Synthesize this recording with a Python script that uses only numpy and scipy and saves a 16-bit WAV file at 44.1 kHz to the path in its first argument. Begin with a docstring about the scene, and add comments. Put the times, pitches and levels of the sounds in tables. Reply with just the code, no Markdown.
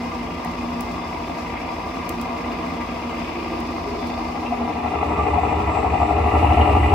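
"""A throbbing hum and a busy rattle: a motor spins the disc of a spreader in a workshop.
The unbalanced disc shakes the steel frame, the drive chugs and knocks, the bearings hiss and whine,
and now and then a grain of grit ticks on the disc. The microphone starts in front of the steel base,
then rises over the rim of the empty plastic hopper, where hum and rattle boom louder and the air rings."""
import sys
import numpy as np
from scipy import signal
from scipy.fft import rfft, irfft
from scipy.io import wavfile
from scipy.ndimage import uniform_filter1d

SR = 44100
rng = np.random.default_rng(int(sys.argv[2]) if len(sys.argv) > 2 else 0)


def wav_out(sig):
    """Save sig, one row per channel (or a flat mono array), as 16-bit PCM at SR to the path in sys.argv[1]."""
    wavfile.write(sys.argv[1], SR, np.round(np.clip(np.atleast_2d(sig).T, -1, 1) * 32767).astype(np.int16))


N = 306054
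T = np.arange(N) / SR
TAPS = 16384
HZ = np.fft.rfftfreq(TAPS, 1 / SR)
IN_STEP_S = .056  # time origin of the drive's swings

# microphone move: t/s, place (0 before the base, 1 by the hopper wall, 2 above its mouth, 3 leaning in)
MIC_PATH = [(3.2, 0.5), (4.1, 1), (4.65, 1.72), (5.2, 2.5), (6.1, 2.5), (6.48, 3)]
# partials of the hum: f/Hz, relative level in front/dB, relative level over the hopper/dB
HUM_LINES = [(50.6, 0, -36), (53.6, -4.5, -16.5), (69.5, -0.5, -3.5), (78.2, 0.5, -1), (83.3, -10.5, -13),
             (86.6, 0, -15), (90, -8, -11), (100.8, -14, -12.5), (116.5, -5.5, -11)]
# partials of the frame's drone: f/Hz, relative level/dB
DRONE_LINES = [(172.6, -12), (232.7, -10), (239.7, 0), (248.6, -12)]
# the drone's fader: t/s, level/dB
DRONE_FADER = [(.1, -33), (.8, -31.5), (1.05, -38.5), (1.35, -35), (1.85, -41), (2.15, -37.5), (3.8, -34),
               (4.1, -29), (4.35, -36), (4.62, -30.5), (5.1, -48), (6.8, -36.5)]
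# the motor speeds up and slows down: t/s, lead/turns
MOTOR_LEAD = [(0, -.2), (.55, -.45), (1.6, .1), (2.35, -.1), (2.8, .07), (3.15, .5), (3.5, .73), (4.1, .77),
              (4.5, 1.15), (5.05, 1.33), (5.45, 1.93), (6.65, 1.85), (6.94, 1.9)]
# steady chug of the drive: t/s, depth/dB
CHUG_DEPTH = [(.9, 2.8), (2.5, 1.8), (4.4, 2.8), (5.6, 3.3), (6, 4.5), (6.9, 3.2)]
# faster force swings (negative flips them): f/Hz, multiple of motor lead, knock/dB, chatter/dB
SWINGS = [(26.6, 1, -1.2, -2.2), (38.67, 1, 1.7, 1.2), (53.2, 1, 1.7, 2), (65.27, 1, 2.1, .7),
          (118.47, 2, .9, .9)]
# broad tone of the steel frame and the plastic hopper: f/Hz, gain/dB
FRAME_BODY = [(30, -42), (80, -19), (150, -3), (300, -2.5), (550, -1.5), (1000, -2.5), (1280, -4.5),
              (1470, -11.5), (2100, -10), (2850, -10), (3200, -17), (5200, -15.5), (8300, -33),
              (15500, -35)]
HOPPER_BODY = [(30, -31.5), (80, -4.5), (150, -19.5), (300, -11.5), (550, -17.5), (1000, -15.5),
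               (1280, -34), (1470, -29), (2100, -20.5), (2850, -26.5), (3200, -40), (5200, -51),
               (8300, -60), (15500, -69)]
# their resonances and notches: f/Hz, width/Hz, boost/dB
FRAME_MODES = [(173, 16, 11.5), (239, 26, 12), (268, 14, 10), (314, 30, 12), (347, 14, 9), (466, 14, 7),
               (686, 32, 9.5), (770, 22, 7), (951, 18, 8.5), (970, 108, 4.5), (1065, 10, 7),
               (1179, 53, 7.5), (1624, 50, 10), (2050, 150, 5.5), (2510, 110, 4.5), (3050, 130, -5),
               (7700, 900, 4.5), (11200, 830, 7)]
HOPPER_MODES = [(171, 14, 14), (232, 40, 7), (305, 45, 10), (414, 22, 16), (465, 18, 13), (592, 16, 10),
                (647, 16, 11), (710, 28, 11), (750, 26, 7), (819, 28, 7), (868, 44, 8), (960, 34, 8),
                (1097, 35, 10), (1184, 58, 20.5), (1272, 56, 17), (1338, 84, 19), (1984, 55, 12.5),
                (2425, 34, 7), (2550, 40, 4), (2673, 50, 6), (3510, 130, 6)]
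# resonances heard near the hopper wall: f/Hz, width/Hz, level/dB
WALL_MODES = [(333, 53, -39.5), (720, 126, -40), (4820, 780, -51.5)]
# bearing whines: f/Hz, width/Hz, level/dB, loudest place, reach/places
WHINES = [(3290, 90, -60, .2, 1), (3520, 80, -57.5, .9, 2.2), (4940, 80, -59, .5, 1),
          (7680, 380, -58, 2.8, .55)]
# heavier knocks and clinks of the drive: t/s, f/Hz, level/dB
KNOCKS = [(.443, 1950, -33), (.452, 720, -30), (1.157, 960, -27), (1.562, 2140, -33), (1.673, 945, -24),
          (2.806, 1980, -31), (4.457, 2700, -31), (4.519, 718, -16.5), (4.607, 715, -23), (4.917, 825, -24),
          (5.332, 840, -16), (5.38, 735, -17), (6.512, 770, -18), (6.569, 725, -13.5), (6.608, 2840, -26),
          (6.83, 1990, -23)]
# grit hitting the disc: t/s, level/dB
GRIT_HITS = [(.4474, -29), (.8071, -21), (2.0919, -17), (2.2130, -24), (3.6024, -32.5), (4.0706, -33.5)]
# the grit's bright tone: f/Hz, gain/dB
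GRIT_EQ = [(1000, -14), (3500, 0), (15000, 1.5)]
# single pitches flaring in the rattle: middle t/s, length/s, f/Hz, width/Hz, level/dB
FLARES = [(1.593, 0.36, 2230, 550, -42), (3.316, 1, 2520, 620, -44.5), (3.563, 0.72, 343, 36, -36),
          (3.935, 0.194, 411, 28, -32.5), (4.077, 0.25, 3520, 170, -49), (4.126, 0.28, 766, 40, -33),
          (5.14, 0.59, 1178, 26, -31)]
# brief dips of rattle and hopper notes: middle t/s, length/s, gain/dB
LULLS = [(2.163, 0.038, -2.5), (3.86, 0.12, -1.5), (4.5, 0.03, -4), (4.9, 0.043, -2.5), (5.645, .05, -2),
         (6.845, 0.18, -2.5)]
# notes of the hopper's air, a swing's rate apart: f/Hz, multiple of motor lead, relative level/dB
HOPPER_NOTES = [(711.03, -1, -1.5), (749.7, 0, -1), (814.97, 1, -2.5)]
# their fader: t/s, level/dB
HOPPER_FADER = [(3.7, -65), (4.3, -39), (4.62, -33.5), (5.8, -28), (6.55, -23), (6.9, -27)]
# resonances deep in the hopper: f/Hz, width/Hz, level/dB, place where they open
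INNER_MODES = [(310, 53, -31.5, 2.68), (2800, 200, -39, 2.8), (10500, 3000, -61, 2.7)]
# stereo width, widest in the hiss: f/Hz, side level against the middle/dB
STEREO_WIDTH = [(110, -18.5), (200, -13), (380, -11), (700, -4), (1290, -4.5), (2380, -3), (4400, -2),
                (8000, 1)]
# panning of frame and hopper: f/Hz, left minus right/dB
FRAME_PAN = [(700, -0.5), (1300, 1), (4400, 4), (8000, 0.5)]
HOPPER_PAN = [(380, 0.23), (700, 6.8), (1300, 1.4), (4400, 0.33)]


def amp(db):
    """Decibels to gain."""
    return 10 ** (np.asarray(db) / 20)


def unit_rms(x):
    """Scales to an rms of 1."""
    return x / np.sqrt(np.mean(x ** 2) + 1e-20)


def curve(rows):
    """Automation: straight lines through (t/s, value) rows."""
    return np.interp(T, *np.transpose(rows))


def eq(points):
    """Joins (f/Hz, gain/dB) rows on a log-frequency axis."""
    hz, db = np.transpose(points)
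    return np.interp(np.log(HZ + 1), np.log(hz), db)


def arch(s, length):
    """A swell from 0 to 1 and back, peaking at time s."""
    return np.cos(np.pi * np.clip((T - s) / length, -.5, .5))


def drift(rate_hz):
    """Smooth random modulation of rms 1."""
    coarse = T[::64]
    hz = np.fft.rfftfreq(len(coarse), coarse[1])
    spectrum = rfft(rng.standard_normal(len(coarse))) * np.exp(-(hz / rate_hz) ** 2) * (hz > 0)
    return np.interp(T, coarse, unit_rms(irfft(spectrum, len(coarse))))


def band(x, edge_hz, kind):
    """Steep causal filter."""
    return signal.sosfilt(signal.butter(6, edge_hz, kind, fs=SR, output="sos"), x)


def ring(x, db):
    """Minimum-phase EQ with the gain curve db: its peaks ring after each blow."""
    log_gain = np.log(amp(np.r_[db, db[-2:0:-1]]))
    response = np.fft.ifft(np.exp(np.conj(signal.hilbert(log_gain)))).real
    return signal.oaconvolve(x, response[:TAPS // 2])[:N]


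def tone(hz, wander, waver_db):
    """A partial that wanders in phase (turns) and wavers in level."""
    strength = amp(waver_db * drift(rate_hz=5))
    return strength * np.cos(2 * np.pi * (hz * T + rng.random() + wander * drift(rate_hz=.92)))


def resonance(shake_db, hz, width):
    """Noise ringing at one pitch, its level shaken by shake_db."""
    peak_db = -20 * np.log10(1 + 2 * ((HZ - hz) / width) ** 2)
    return unit_rms(ring(rng.standard_normal(N), peak_db) * amp(shake_db))


def past(place, blur):
    """Fades from 0 to 1 as the microphone passes a place."""
    return 1 / (1 + np.exp((place - curve(MIC_PATH)) / blur))


def near(place, reach):
    """Nearness of the microphone to a place, 0 to 1."""
    return np.exp(-((curve(MIC_PATH) - place) / reach) ** 2)


def over_rim():
    """Crossfade from frame (0) to hopper (1)."""
    return past(1.69, blur=.26)


def by_wall():
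    """Nearness to the hopper's outer wall, 0 to 1."""
    return near(1, reach=.47)


def mic_gain(front_db, mouth_db, lean_db):
    """A layer's gain: steady in front, growing past the rim as the microphone leans in."""
    over = over_rim()
    inside_db = mouth_db + lean_db * (curve(MIC_PATH) - 2)
    return amp((1 - over) * front_db + over * inside_db)


def disc_hum():
    """The unbalanced disc shakes the frame; the hopper's air favours the partials near 77 Hz."""
    over = past(1.9, blur=.12)
    gains = np.array([amp(front + (top - front) * over) for _, front, top in HUM_LINES])
    partials = np.array([tone(hz, wander=.05, waver_db=1.1) for hz, _, _ in HUM_LINES])
    hum = unit_rms((gains * partials).sum(0) / np.linalg.norm(gains, axis=0))
    spot_db = 3 * by_wall() - 3.5 * near(2.01, reach=.42)  # the wall radiates; the rim has a quiet spot
    return mic_gain(front_db=-39.5, mouth_db=-31.5, lean_db=13.5) * amp(spot_db) * hum


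def frame_drone():
    """The frame sings along with the drive, swelling and sinking."""
    partials = sum(amp(db) * tone(hz, wander=.12, waver_db=1.8) for hz, db in DRONE_LINES)
    return amp(curve(DRONE_FADER)) * unit_rms(partials)


def drive_force(chug_hz=12.07):
    """Contact force in dB, for knock and chatter: a steady chug plus swings that follow the motor."""
    t, lead = T - IN_STEP_S, curve(MOTOR_LEAD)
    chug = curve(CHUG_DEPTH) * np.cos(2 * np.pi * chug_hz * t)
    chug_db = np.outer([1, .25], chug)  # the chatter gets a quarter of the chug
    swing_db = sum(np.outer(depths_db, np.cos(2 * np.pi * (hz * t + k * lead)))
                   for hz, k, *depths_db in SWINGS)
    return chug_db + swing_db + .13 * drift(rate_hz=9)


def contacts(knock_db, chatter_db, firm):
    """One soft scuff at each crest of the force, amid many small touches."""
    crests = signal.argrelmax(knock_db)[0]
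    jitter = rng.normal(0, .00035 * SR, len(crests)).astype(int)
    blows = np.zeros(N)
    blows[np.clip(crests + jitter, 0, N - 1)] = amp(.4 * knock_db[crests])
    # sheet metal carries highs faster than lows, so each blow smears into a falling sweep
    t = T[:round(.012 * SR)]
    sweep = signal.chirp(t, 1500, t[-1], 300) * signal.windows.tukey(len(t))
    scuffs = unit_rms(signal.oaconvolve(blows, sweep, "same"))
    touches = rng.standard_normal(N)
    lows = unit_rms(band(touches * amp(.44 * knock_db), 1372, "low"))
    highs = unit_rms(band(touches * amp(.17 * chatter_db), 1726, "high"))
    return unit_rms(firm * scuffs + lows) + 3.04 * highs


def wall_ripple(depth_db=2, centre_hz=1800):
    """A wall's many small resonances, as random EQ peaks and dips in dB."""
    log_hz, grid = np.log(HZ + 1), np.arange(0, np.log(SR), .012)
    heights = unit_rms(np.interp(log_hz, grid, rng.standard_normal(len(grid))))
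    return depth_db * heights * np.exp(-(log_hz - np.log(centre_hz)) ** 2)


def throb(x, edges_hz, db):
    """Pumps one band of x by db."""
    part = signal.sosfiltfilt(signal.butter(3, edges_hz, "band", fs=SR, output="sos"), x)
    return x + part * (amp(db) - 1)


def rattle(knock_db, chatter_db, body, modes, firm, press):
    """Contacts ring one part of the machine; on top, the bearings hiss through the same part."""
    modes_db = sum(boost / (1 + (2 * (HZ - hz) / width) ** 2) for hz, width, boost in modes)
    colour_db = eq(body) + wall_ripple() + modes_db
    blows = band(ring(contacts(knock_db, chatter_db, firm), colour_db), 3570, "low")
    # the walls sound louder while the parts press together
    blows = throb(blows, [620, 980], press * knock_db)
    blows = throb(blows, [1800, 3200], .66 * chatter_db)
    blows /= np.std(band(blows, [280, 3200], "band"))
    blows *= amp(.5 * by_wall() + 1.5 * arch(2.55, length=1.76) + lulls())
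    flutter = rng.standard_normal(N) * amp(1.2 * drift(rate_hz=46))
    hiss = unit_rms(band(ring(flutter, colour_db), 3695, "high"))
    return (mic_gain(front_db=-31, mouth_db=-26, lean_db=5) * blows
            + mic_gain(front_db=-51, mouth_db=-49, lean_db=2.5) * hiss)


def floor_echo(x):
    """The floor's echo lags more as the microphone rises, sweeping a comb down the sound."""
    delay_s = .001466 + .0016 * curve(MIC_PATH)
    gain = .97 * over_rim()
    return (x + gain * np.interp(T - delay_s, T, x)) / np.sqrt(1 + gain ** 2)


def workshop(x, t60):
    """Short, dense reverb from floor, benches and walls."""
    t = T[:TAPS]
    tail = rng.standard_normal(TAPS) * amp(-60 * t / t60) * (t > .002)
    return signal.oaconvolve(x, tail / np.linalg.norm(tail))[:N]


def stereo(middle, pan_db):
    """A diffuse side signal widens the image; pan_db tilts each frequency left or right."""
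    side = ring(workshop(middle, t60=.14), eq(STEREO_WIDTH))
    return np.array([ring(middle + side, pan_db / 2), ring(middle - side, -pan_db / 2)])


def wall_ring(chatter_db):
    """The chatter rings the hopper's wall, loudest as the microphone passes it."""
    return by_wall() * sum(amp(db) * resonance(chatter_db, hz, width) for hz, width, db in WALL_MODES)


def bearing_whines():
    """Faint narrow hisses that waver in pitch and level, each heard best from one place."""
    out = np.zeros(N)
    for hz, width, db, place, reach in WHINES:
        warped_s = T + np.cumsum(.006 * drift(rate_hz=1.5)) / SR
        whine = resonance(2.5 * drift(rate_hz=7), hz, width)
        out += amp(db) * near(place, reach) * np.interp(warped_s, T, whine, left=0, right=0)
    return out


def knocks(attack_s=.0013, decay_s=.02):
    """A heavier blow of the drive rings one pitch, wrapped in a short rough clatter."""
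    out = np.zeros(N)
    for s, hz, db in KNOCKS:
        age = np.maximum(T - s, 0)
        envelope = amp(db) * (1 - np.exp(-age / attack_s)) * np.exp(-np.minimum(age / decay_s, 20))
        clatter = .4 * resonance(0, hz, width=.23 * hz)
        out += envelope * (np.sin(2 * np.pi * hz * age) + clatter)
    return out


def grit_ticks(attack_s=.0008, decay_s=.0018):
    """Each grain cracks against the spinning steel and skitters for a few milliseconds."""
    envelope = np.zeros(N)
    for s, db in GRIT_HITS:
        age = np.maximum(T - s, 0)
        envelope += amp(db) * (1 - np.exp(-age / attack_s)) * np.exp(-age / decay_s)
    channels = [ring(envelope * rng.standard_normal(N), eq(GRIT_EQ)) for _ in range(2)]
    return np.array([x + amp(-11) * workshop(x, t60=.2) for x in channels])


def flares(chatter_db):
    """Now and then one ringing pitch swells out of the rattle and sinks back."""
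    return sum(amp(db) * arch(s, length) * resonance(chatter_db, hz, width)
               for s, length, hz, width, db in FLARES)


def lulls():
    """Brief dips in level, in dB."""
    return sum(db * arch(s, length) for s, length, db in LULLS)


def hopper_ring(knock_db):
    """The knocking feeds three notes of the hopper's air, which beat in step with its swings."""
    t, lead = T - IN_STEP_S, curve(MOTOR_LEAD)
    turns = rng.random() + .5 * drift(rate_hz=3)
    notes = sum(amp(db) * np.cos(2 * np.pi * (hz * t + k * lead + turns)) for hz, k, db in HOPPER_NOTES)
    feed_db = 1.5 * uniform_filter1d(knock_db, round(.018 * SR))
    return amp(curve(HOPPER_FADER) + lulls()) * unit_rms(notes * amp(feed_db))


def inner_ring(chatter_db):
    """Resonances inside the hopper open up as the microphone leans in."""
    return sum(amp(db) * past(place, blur=.091) * resonance(.5 * chatter_db, hz, width)
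               for hz, width, db, place in INNER_MODES)


def scene():
    """The mix: the frame gives way to the hopper as the microphone rises."""
    over = over_rim()
    knock_db, chatter_db = drive_force()
    frame = rattle(knock_db, chatter_db, FRAME_BODY, FRAME_MODES, firm=.33, press=.056)
    hopper = rattle(knock_db, chatter_db, HOPPER_BODY, HOPPER_MODES, firm=.4, press=.45)
    accents = knocks() + flares(chatter_db)
    front = np.sqrt(1 - over) * floor_echo(frame) + (1 - over) * accents
    inside = np.sqrt(over) * hopper + over * accents + hopper_ring(knock_db)
    drive = stereo(front, eq(FRAME_PAN)) + stereo(inside, eq(HOPPER_PAN))
    bed = disc_hum() + frame_drone() + wall_ring(chatter_db) + inner_ring(chatter_db) + bearing_whines()
    return drive + stereo(bed, pan_db=np.zeros_like(HZ)) + grit_ticks()


def record(dry):
    """A steep high cut at 15.9 kHz."""
    high_cut = signal.firwin(511, 15900, window=("kaiser", 9), fs=SR)
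    return signal.oaconvolve(dry, high_cut[None], "same")


dry = scene()
out = record(dry)
wav_out(out)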